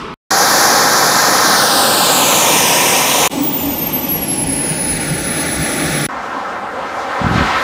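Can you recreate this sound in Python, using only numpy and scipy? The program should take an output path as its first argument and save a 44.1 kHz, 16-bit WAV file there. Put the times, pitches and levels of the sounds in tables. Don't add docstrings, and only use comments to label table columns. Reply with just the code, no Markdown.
import sys
import numpy as np
from scipy import signal
from scipy.fft import rfft, irfft, next_fast_len
from scipy.io import wavfile
from scipy.ndimage import uniform_filter1d, map_coordinates

SR = 44100
rng = np.random.default_rng(int(sys.argv[2]) if len(sys.argv) > 2 else 0)


def gain_from_db(level_db):
    decades = np.asarray(level_db, float) / 20
    return 10 ** decades


def master_out(mix):
    frames = np.transpose(np.atleast_2d(mix))
    ceiling = np.clip(frames, -1, 1)
    pcm = np.round(ceiling * 32767).astype(np.int16)
    wavfile.write(sys.argv[1], SR, pcm)


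N = 336483

# [start t/s, end t/s, fade-in/ms, first fade level/dB, tail level/dB, tail fall/(dB/ms)]
VIEWS = [
    (0, .141, 1, -3, -32, 1.2),
    (.3035, 3.2765, 4, -40, -17, 2.3),
    (3.296, 6.066, 22, -15, -16, 2.0),
    (6.087, 7.7, 1, -6, -14, 2),
]
THRUST_HZ = [200, 800, 3000, 8000]
# [f/Hz, level/dB per Hz]
FAR_OFF = [(18, -47), (30, -14), (66, -13), (148, -12), (213, -6), (443, -9.5), (808, -18.5), (921, -5.5),
           (1290, -2), (1720, -16.5), (3980, -21.5), (15500, -61.5)]
FULL_POWER = [(15, -54), (60, -31), (130, -8.5), (240, -9.5), (380, -7), (800, -2.5), (1750, -0.5),
              (2080, -7), (2330, -5.5), (3300, -9.5), (7200, -9), (7700, -11), (11700, -15), (15800, -17)]
TAXI = [(15, -60), (60, -19.5), (200, -4), (400, -5), (560, -9), (850, -3.5), (1800, -13.5), (3500, -16),
        (4100, -18), (5300, -18.5), (6100, -19.5), (9000, -22.5), (13500, -26), (15800, -23.5)]
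RUNWAY = [(15, -64), (40, -26), (100, -18.5), (150, -16.5), (340, -12.5), (430, -11.5), (800, -7),
          (1400, -8), (2150, -17), (2500, -23), (4500, -31.5), (7000, -37.5), (10000, -47.5), (15800, -56)]
ROAR_DB = [-26.5, -10.5, -20.5, -23.5]
# [t/s, approach (0 = stated colour, 1 = full swing)]
APPROACH = [
    [(0, .3), (.15, -0.33)],
    [(.3, -0.34), (1.3, -0.74), (1.9, 0.24), (2.4, 0.51), (3.0, 0.35), (3.3, .5)],
    [(3.3, -0.24), (3.6, -0.4), (4.5, -0.39), (4.9, -0.041), (5.4, 0.36), (6.07, 0.74)],
    [(6.09, -0.1), (6.45, 0.035), (6.65, -0.15), (6.95, 0.2), (7.3, 0.52), (7.37, 0.9), (7.5, 1),
     (7.63, 0.88)],
]
# [rumble/dB, roar/dB, rush/dB, hiss/dB]
SWING_DB = [(6, 0, 0, 17.5), (1.5, .5, -1, 2.5), (-0.5, 7.5, 6.5, 5), (-1.5, 7, 14, 12)]
PATCHY_DB = [0.71, 0.73, 0.81, 1.4]
# [delay/ms, strength 0-1]
BODY_ECHO = [(4.6, .3), (3.82, .28), (3.48, .35), (3.82, .35)]
# [t/s, delay/ms]
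BOUNCE = [(0, .35), (.2, .38), (.3, .178), (1.3, .179), (1.65, .204), (2.35, .29), (2.7, .342),
          (2.95, .338), (3.28, .313), (3.3, .32), (3.9, .34), (4.3, .38), (4.7, .435), (5.15, .48),
          (6.07, .51), (6.09, .17), (7.63, .29)]
BOUNCE_TOP_HZ = [2400, 12500]
BOUNCE_SHARE = [(0.44, .34, .7, .5), (0.79, 0.72, 0.93, 0.66), (0.59, 0.86, 0.31, 0.36),
                (0.14, .17, 0.27, 0)]
# [multiple of half blade rate, idle level/dB, dB per root of excess speed, dB per approach]
TONES = [
    (1, -44.5, 12, 5),
    (2, -21.5, 0.5, -4),
    (3, -43, -14, 0),
]
TWINKLE = [0.48, .1, .4]
# [t/s, level/dB]
FADES = [(3.62, -2), (3.645, -6), (3.67, -9), (3.755, -11), (3.8, 0), (3.85, -8), (3.92, -11), (4.02, -6),
         (4.07, -13), (4.205, -8), (4.26, -14), (4.455, -17), (4.855, -1), (4.99, -14), (5.1, 5),
         (5.168, -9), (5.23, -13), (5.295, -3), (5.447, -6), (5.91, -4)]
# [t/s, f/Hz, level/dB]
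HOWL = [
    (.3, 797.4, -23.5),
    (1.9, 801, -31),
    (2.2, 892, -30.5),
    (2.6, 953, -22.5),
    (3.3, 980, -25),
]
# [f/Hz, width/Hz]
CHAMBER = [
    (280.5, 32),
    (155.6, 35),
    (549.6, 30),
]
# [t/s, level above the drone/dB]
THROBS = [
    [(3.41, 6.5), (3.67, 11.5), (4.06, 12), (4.22, -4), (4.52, 11.5), (5.62, 10), (5.83, 21.5), (6.02, 11)],
    [(3.62, 6), (3.9, 5), (4.15, 6), (4.41, 9), (4.72, 9), (5.13, 12), (5.6, 5), (5.87, 3), (6.04, 6)],
    [(3.36, 9), (3.84, 3), (4.78, 10)],
]
# [t/s, level above the lull/dB]
BREEZE = [(3.36, -10), (3.44, -12), (3.52, -12), (3.7, 10), (4.15, 5), (4.47, 10), (4.57, 7), (4.92, 18),
          (5.13, 9), (5.28, 10), (5.58, 15), (5.9, 12)]
# [t/s, peak level/dB]
GUST_THUMPS = [
    (7.216, -8),
    (7.246, -2),
    (7.266, -2),
    (7.313, -2),
    (7.328, -10),
    (7.356, -1),
    (7.38, -2),
    (7.408, -2),
    (7.42, -4),
]
# [t/s, level above what is left/dB]
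AFTER_PUFFS = [
    (7.49, 2),
    (7.564, 10),
]


def curve(rows, column, t):
    rows = np.asarray(rows, float)
    return np.interp(t, rows[:, 0], rows[:, column])


def set_level(x, db):
    return x * gain_from_db(db) / np.sqrt(np.mean(x ** 2))


def wander(size, rate):
    hold = max(int(SR / rate), 2)
    steps = np.repeat(rng.standard_normal(size // hold + 1), hold)
    smooth = uniform_filter1d(uniform_filter1d(steps, hold), hold)
    return 1.52 * smooth[:size]


def scatter(rate):
    return wander(N, rate) + 1j * wander(N, rate)


def swells(rows, t, length_s):
    return sum(db * np.exp(-((t - s) / length_s) ** 2) for s, db in rows)


def band(x, lo_hz, hi_hz):
    return signal.sosfilt(signal.butter(2, [lo_hz, hi_hz], "band", fs=SR, output="sos"), x)


def lowpass(x, order, top_hz):
    return signal.sosfiltfilt(signal.butter(order, top_hz, fs=SR, output="sos"), x)


def view_gate(t, start, end, fade_ms, step_db, tail_db, fall):
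    rise_db = step_db * np.clip(1 - (t - start) * 1000 / fade_ms, 0, 1)
    after_db = np.where(t > end, tail_db - fall * (t - end) * 1000, 0)
    return (t >= start) * gain_from_db(np.maximum(rise_db + after_db, -200))


def breeze(t):
    lull = set_level(band(rng.standard_normal(N), 35.5, 101), -40)
    return lull * gain_from_db(swells(BREEZE, t, 0.071))


def gust(t):
    start_s, peak_s, end_s = 7.19, 7.42, 7.52
    db = np.interp(t, [start_s, peak_s, end_s], [-16, -10, -29]) + swells(AFTER_PUFFS, t, 0.01)
    rumble = set_level(band(rng.standard_normal(N), 45, 314), -6.5)
    rumble *= gain_from_db(db + 0.83 * wander(N, 40))
    rumble *= np.clip((t - start_s) / 0.053, 0, 1)
    for s, peak_db in GUST_THUMPS:
        u = (t - s - .0015) / 0.0015
        bell = np.exp(-np.minimum(u ** 2 / 2, 50))
        rumble += gain_from_db(peak_db - 2.5) * (1 - 0.76 * u ** 2) * bell
    return rumble


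def far_whistle(t):
    return gain_from_db(-67) * np.sin(2 * np.pi * 9740 * t)


def excess(t):
    throttle_cut_s, spool_lag_s = 2.6102, 1.1606
    return np.exp(-(np.maximum(t - throttle_cut_s, 0) / spool_lag_s) ** 2)


def shaft(t):
    idle_hz, excess_hz = 5035.7, 4428.9
    hz = idle_hz + excess_hz * excess(t)
    return hz, 2 * np.pi * np.cumsum(hz) / SR


def combustor_hum(t):
    idle_db, speed_db = (-38.5, -30, -40), (11.5, -7, -3.5)
    wander_db, throb_s = 1.5, 0.036
    hum = np.zeros(N)
    for (hz, width), db, spool_db, throbs in zip(CHAMBER, idle_db, speed_db, THROBS):
        drone = set_level(band(rng.standard_normal(N), hz - width / 2, hz + width / 2), db)
        change_db = spool_db * np.sqrt(excess(t)) + wander_db * wander(N, 10) + swells(throbs, t, throb_s)
        hum += drone * gain_from_db(change_db)
    return hum


def tailpipe_howl(t):
    flutter = scatter(130)
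    ring = np.exp(2j * np.pi * np.cumsum(curve(HOWL, 1, t)) / SR)
    return gain_from_db(curve(HOWL, 2, t)) * np.real(flutter * ring)


def blade_whistle(t):
    hz, phase = shaft(t)
    tones = 0
    for number, ((_, idle_db, speed_db, near_db), slow) in enumerate(zip(TONES, TWINKLE), start=1):
        db = idle_db + speed_db * np.sqrt(excess(t)) + near_db * curve(APPROACH[2], 1, t)
        db = db + swells(FADES, t, .012)
        audible = number * hz < .4 * SR
        scattered = slow * scatter(28) + .36 * scatter(90) + .16 * scatter(300)
        tones = tones + audible * gain_from_db(db) * np.imag((1 + scattered) * np.exp(1j * number * phase))
    return 1.12 * tones


def ground_bounce(x, t, shares):
    dull, bright = (lowpass(x, 2, hz) for hz in BOUNCE_TOP_HZ)
    path_ms = curve(BOUNCE, 1, t)
    path_ends = np.percentile(path_ms, [3, 97])
    share = np.clip(np.interp(path_ms, path_ends, shares[:2]), 0, 1)
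    clear = np.clip(np.interp(path_ms, path_ends, shares[2:]), 0, 1)
    shimmer = 1 + .012 * wander(len(t), 12) + .01 * wander(len(t), 300)
    lag = path_ms * shimmer * SR / 1000
    surface = clear * bright + (1 - clear) * dull
    copy = map_coordinates(surface, [np.arange(len(t)) - lag], order=3)
    return (x + share * copy) / np.sqrt(1 + share ** 2)


def masked_hiss(roar, t):
    for above_hz, odds in ((600, .5), (1100, .7)):
        carrier = np.exp(1j * (2 * shaft(t)[1] + 2 * np.pi * above_hz * t))
        above = lowpass(roar / carrier, 6, 300)
        drop = np.clip(8 * (wander(N, 28) - odds), 0, 1) * (t > 3.33) * (t < 5.45)
        roar = roar - drop * 2 * np.real(above * carrier)
    return roar


def exhaust(t, colour, change_db, db, echo, flicker_db):
    surge_db = 0.36
    size = next_fast_len(len(t))
    octave = np.log2(np.arange(size // 2 + 1) * SR / size + 1)
    hz, colour_db = np.transpose(colour)
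    eddies = rfft(rng.standard_normal(size)) * gain_from_db(np.interp(octave, np.log2(hz), colour_db))
    delay_ms, strength = echo
    delayed = np.exp(-2j * np.pi * 2 ** octave * delay_ms / 1000)
    eddies *= 1 + strength * delayed / (1 + (2 ** octave / 4500) ** 2)
    surge, roar = wander(len(t), 9.01), 0
    for centre in np.arange(4.5, 14.6, .5):
        mask = np.cos(np.pi * np.clip(octave - centre, -.5, .5)) ** 2
        share = np.array([np.interp(centre, np.log2(THRUST_HZ), row) for row in np.eye(4)])
        gain_db = share @ change_db + surge_db * surge + flicker_db * wander(len(t), 22)
        roar = roar + irfft(eddies * mask, size)[:len(t)] * gain_from_db(gain_db)
    return roar * gain_from_db(db) / np.std(irfft(eddies, size))


def scene():
    t = np.arange(N) / SR
    taxi_sounds = blade_whistle(t) + combustor_hum(t) + breeze(t)
    extras = [far_whistle(t), tailpipe_howl(t), taxi_sounds, gust(t)]
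    colours = [FAR_OFF, FULL_POWER, TAXI, RUNWAY]
    roar, others = np.zeros(N), np.zeros(N)
    for k, (view, colour) in enumerate(zip(VIEWS, colours)):
        span = slice(int(view[0] * SR), int((view[1] + .04) * SR))
        now = t[span]
        gate = view_gate(now, *view)
        change_db = np.outer(SWING_DB[k], curve(APPROACH[k], 1, now))
        jet = exhaust(now, colour, change_db, ROAR_DB[k], BODY_ECHO[k], PATCHY_DB[k])
        roar[span] += gate * ground_bounce(jet, now, BOUNCE_SHARE[k])
        others[span] += gate * extras[k][span]
    return np.tile(masked_hiss(roar, t) + others, (2, 1))


def low_pass(x):
    return signal.sosfilt(signal.butter(12, 16090, fs=SR, output="sos"), x)


def record(dry):
    treble = band(dry, 9000, 16500)
    image_hz = 48000 - 44100
    images = treble * np.cos(2 * np.pi * image_hz * np.arange(N) / SR)
    x = dry + gain_from_db(-15) * band(images, 11000, 19000) + gain_from_db(-28) * images
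    x = signal.sosfilt(signal.butter(2, 45, "high", fs=SR, output="sos"), x)
    x = signal.sosfilt(signal.ellip(10, .2, 80, 15480, fs=SR, output="sos"), x)
    x = np.clip(1.35 * np.tanh(x / 1.2), -1, 1)
    return low_pass(x)


dry = scene()
out = record(dry)
master_out(out)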